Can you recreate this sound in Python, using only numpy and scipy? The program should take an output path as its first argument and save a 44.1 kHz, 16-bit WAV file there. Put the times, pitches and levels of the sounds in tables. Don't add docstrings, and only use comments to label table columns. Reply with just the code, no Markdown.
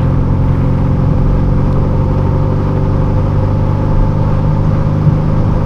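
import sys
import numpy as np
from scipy import signal
from scipy.io import wavfile
from scipy.ndimage import uniform_filter1d

SR = 44100
rng = np.random.default_rng(int(sys.argv[2]) if len(sys.argv) > 2 else 0)


def digitize_waveform(pressure):
    field = np.atleast_2d(pressure).T
    bounded = np.clip(field, -1, 1)
    quanta = np.round(bounded * 32767).astype(np.int16)
    wavfile.write(sys.argv[1], SR, quanta)


N = 249165

# start in seconds, length in seconds, level of the rush in dB, lift of the wind hiss in dB.
WALLS = [(0.005, 0.05, -34.5, 0.1), (0.107, .3, -48, -1.5), (0.432, .45, -41.5, 1.5)]


def engine(turns, speed):
    # level in dB at mean speed before the cabin, growth in dB per turn/s of speed.
    orders = [(-27, -0.5), (-31, 1.4), (-18, 0.09), (-42, -3), (-15.5, -0.22), (-36.5, -2), (-20, -0.13),
              (-34.5, 1), (-31, -0.36), (-38, 0), (-30, -0.5), (-42, -1.5), (-46.5, 0), (-43.5, -1.1),
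              (-37.5, 0.5), (-43.5, -1), (-45, -0.5), (-49.5, -0.6), (-47, 0.5), (-41.5, 0.1), (-40.5, 0.5),
              (-47, 0.3), (-50.5, -1.5), (-49, 1)]
    # pitch in Hz, width in Hz, lift in dB.
    cabin = [(47.6, 3.9, 4), (97.9, 7.8, 2), (136.3, 7.1, -1), (146.2, 6.8, -2.5), (177, 3, -3),
             (196.5, 16.5, -8), (226.6, 15, 2), (269.3, 24, 3.5), (383.8, 20, 9), (519.5, 36, 12.5),
             (869.3, 34, 12.5), (912, 28, 0)]
    exhaust_lag = (.4, 1.38, .96)
    upper_db = -54.5
    whine_order, whine_db, whine_start_s, whine_length_s = 17.5, 8.5, 2.22, 2.4
    knock_share = 0.71

    out = np.zeros(N)
    step = 256
    every, coarse = np.arange(N), np.arange(0, N, step)
    coarse_speed = speed[coarse]
    faster = coarse_speed - speed.mean()
    whine_lift_db = whine_db * beside(whine_start_s, whine_length_s)[coarse]
    knock_db = knock_share * wheel(turns)[coarse]
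    levels = orders + [(upper_db, 0)] * 15
    for order, (db, growth_db) in zip(np.arange(1, 20.5, .5), levels):
        level_db = db + growth_db * faster
        for hz, width, peak_db in cabin:
            level_db = level_db + peak_db / (1 + (2 * (order * coarse_speed - hz) / width) ** 2)
        level_db = level_db + wander(6., step) / 2
        if order == whine_order:
            level_db = level_db + whine_lift_db
        if order > 4:
            level_db = level_db + knock_db
        size = np.sqrt(2) * gain_of(level_db)
        lag = np.polyval(exhaust_lag, order) + order * wander(4., step) / 200
        phase = order * turns - np.interp(every, coarse, lag)
        out += np.interp(every, coarse, size) * np.cos(2 * np.pi * phase)
    return out


def roar_and_wind(turns, speed):
    # level in dB at mean speed, growth in dB per turn/s of crank speed.
    noise_levels = [(-24, 0.23), (-50.5, 0.42), (-61.5, 0.03)]
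    # frequency in Hz, relative level in dB per Hz.
    roar_colour = [(200, 0), (300, 1), (390, -5), (450, -11.5), (520, 3.5), (620, -12.5), (760, -8.5),
                   (890, -3), (1020, -6), (1230, -6.5), (1470, -17.5), (1610, -14), (1730, -22),
                   (2200, -22), (3500, -32.5), (9000, -84.5)]
    fan_colour = [(1500, -24.5), (3000, -3), (5100, 0), (6300, -7), (7500, -19), (12000, -44)]
    hiss_colour = [(3000, -26.5), (6500, 1), (9700, 2), (11000, -3), (13000, -2), (15400, -6.5)]
    throb_lag = .85

    faster = speed - speed.mean()
    roar_db, fan_db, hiss_db = (db + growth_db * faster for db, growth_db in noise_levels)
    hiss_db = hiss_db + sum(lift_db * beside(s, length) for s, length, _, lift_db in WALLS)
    throb = np.cos(np.pi * (turns - throb_lag))
    throb = throb + 0.6 * np.cos(2 * np.pi * (turns - throb_lag / 2))
    flutter = wander(top_hz=60.3, step=1)
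    roar_db = roar_db + 0.47 * wheel(turns) + 0.2 * throb + 0.62 * flutter
    fan_db = fan_db + 0.24 * throb + 0.21 * flutter
    hiss_db = hiss_db + 0.67 * throb + 0.48 * flutter
    roar = gain_of(roar_db) * noise(roar_colour, size=1024, patchy_db=0.46)
    fan = gain_of(fan_db) * noise(fan_colour, size=256, patchy_db=0.5)
    hiss = gain_of(hiss_db) * noise(hiss_colour, size=256, patchy_db=0.5)
    return roar + fan + hiss


def road(turns):
    # time in seconds, level of the suspension's rumble in dB.
    rumble_level = [(0.0, -28), (0.08, -17), (0.16, -19.5), (1.62, -16.5), (3.89, -20.5), (4.03, -10.5),
                    (4.07, -21), (4.28, -17), (5.65, -15.5)]
    # frequency in Hz, relative level in dB per Hz.
    rumble_colour = [(8, -13), (17, -6.5), (27, 6), (40, -5), (55, -6.5), (110, -36.5), (400, -110)]
    thump_colour = [(30, -40.5), (60, -2), (120, 12), (160, 6), (220, -7), (330, -22.5), (450, -29.5),
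                    (1200, -100)]
    # time of the bump in seconds, strength in dB before its rise and fade.
    bumps = [(0.213, -16.5), (0.341, -18), (0.482, -10), (0.913, -18.8), (1.017, -19), (1.1, -10.5),
             (1.538, -16.7), (1.62, -23), (1.8, -34), (1.881, -25), (2.267, -15), (2.385, -10),
             (2.603, -25), (2.886, -18), (2.972, -18), (3.13, -17.5), (3.38, -12), (3.504, -17),
             (4.469, -13.5), (4.668, -11), (4.826, -20), (5.061, -10), (5.219, -13), (5.377, -16),
             (5.457, -14), (5.537, -30)]
    rise_s, t60_s = .015, 0.23
    even_road_db = -25

    rumble = noise(rumble_colour, size=4096, patchy_db=-4.0)
    envelope = abs(signal.hilbert(rumble))
    rumble = evened(rumble / (envelope + 1) ** 0.87)
    shake, t = np.zeros(N + SR), np.arange(SR // 2) / SR
    for s, db in bumps:
        bump = np.minimum(t / rise_s, 1) * gain_of(db - 60 * t / t60_s)
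        shake[round(s * SR):][:len(t)] += bump
    shake = shake[:N] + gain_of(even_road_db + wheel(turns))
    thumps = shake * noise(thump_colour, size=2048, patchy_db=3.2)
    return gain_of(follow(rumble_level)[0]) * rumble + thumps


def panels(speed):
    # pitch in Hz, width in Hz, resting level in dB, swell in dB,
    # speed of the strongest drone in crank turns per s, spread in turns per s.
    panel_rows = [(378, 92, -43, 14, 46.7, 1.2), (908, 17, -43, 9.5, 47.2, 0.56)]
    out = np.zeros(N)
    for hz, width, rest_db, swell_db, best, spread in panel_rows:
        level_db = rest_db + swell_db * np.exp(-((speed - best) / spread) ** 2)
        band = signal.butter(2, [hz - width / 2, hz + width / 2], "bandpass", fs=SR, output="sos")
        drone = evened(signal.sosfilt(band, rng.standard_normal(N)))
        out += gain_of(level_db) * drone
    return out


def wall():
    # frequency in Hz, relative level in dB per Hz.
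    rush_colour = [(500, -26.5), (950, 1.5), (1600, -1.5), (2600, -7), (3700, -17.5), (4500, -33.5),
                   (9000, -77.5)]
    level = sum(gain_of(db) * beside(s, length) for s, length, db, _ in WALLS)
    return level * noise(rush_colour, size=256, patchy_db=6.0)


def ticks():
    # start in seconds, level in dB, pitch of the ring in Hz,
    # time for the ring to fade by 60 dB in seconds, strength of the crack against the ring.
    tick_rows = [(1.728, -31.5, 4200, 0.0099, 3.5), (2.183, -39, 5500, 0.01, .8),
                 (2.944, -50, 11100, .006, 1.5), (4.646, -45, 6300, .06, 0.019)]
    out, t = np.zeros(N), np.arange(3000) / SR
    dull = signal.butter(2, [900, 5000], "bandpass", fs=SR)
    for s, db, hz, t60, snap in tick_rows:
        burst = rng.standard_normal(len(t)) * gain_of(-60 * t / .006)
        crack = snap * signal.lfilter(*dull, burst)
        ring = np.sin(2 * np.pi * hz * t) * gain_of(-60 * t / t60)
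        at = round(s * SR)
        out[at:at + len(t)] += gain_of(db) * (crack + ring)
    return out


def wheel(turns):
    depth_db, strongest_s, span_s = 6., 2.64, .8
    crank_per_wheel = 4
    lag, sharpness = .83, 2.5
    stretch = np.exp(-((np.arange(N) / SR - strongest_s) / span_s) ** 2)
    knock = np.exp(sharpness * (np.cos(2 * np.pi * (turns / crank_per_wheel - lag)) - 1))
    return depth_db * stretch * (knock - knock.mean())


def beside(start, length):
    edge_s = 0.027
    t = np.arange(N) / SR - start
    return np.clip(np.minimum(t, length - t) / edge_s + .5, 0, 1)


def noise(spectrum, size, patchy_db):
    frames, hz = 4 * N // size + 5, np.fft.rfftfreq(size, 1 / SR)
    real, imaginary, patches = rng.standard_normal((frames, len(hz), 3)).T
    patches = uniform_filter1d(patches, size=12, axis=0)
    patches = evened(uniform_filter1d(patches, size=8, axis=1))
    level_db = read(spectrum, hz)[:, None] + patchy_db * patches
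    z = (real + 1j * imaginary) * gain_of(level_db)
    return evened(signal.istft(z, nperseg=size, noverlap=size - size // 4)[1][:N])


def wander(top_hz, step):
    t = np.arange(0, N, 64) / SR
    hz = np.geomspace(top_hz / 32, top_hz, 16)
    sines = np.sin(2 * np.pi * (hz * t[:, None] + rng.random(16)))
    slow = sines @ hz ** -.5
    return np.interp(np.arange(0, N, step) / SR, t, evened(slow))


def gain_of(db):
    return 10 ** (np.asarray(db) / 20)


def evened(x):
    return x / np.sqrt(np.mean(x ** 2) + 1e-20)


def read(points, hz):
    f, value = np.transpose(points)
    return np.interp(np.log(hz + 1), np.log(f + 1), value)


def follow(rows):
    s, *columns = np.transpose(rows)
    return [np.interp(np.arange(N) / SR, s, c) for c in columns]


def scene():
    # time in seconds, engine speed in crank turns per s.
    crank = [(0.0, 43.36), (1.03, 45.32), (2.05, 47.13), (3.08, 48.75), (4.11, 50.05), (4.62, 50.5),
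             (5.65, 51.02)]
    speed, = follow(crank)
    turns = np.cumsum(speed) / SR
    mix = engine(turns, speed) + roar_and_wind(turns, speed) + road(turns)
    mix = mix + gain_of(wheel(turns)) * panels(speed) + wall() + ticks()
    return mix[None]


def record(dry):
    knee = 8
    edge_hz = 15250
    held = dry / (1 + abs(dry) ** knee) ** (1 / knee)
    held = np.pad(held, ((0, 0), (255, 255)), "reflect", reflect_type="odd")
    low_pass = signal.firwin(511, edge_hz, window=("kaiser", 9), fs=SR)
    return signal.oaconvolve(held, low_pass[None], "valid")


dry = scene()
out = record(dry)
digitize_waveform(out)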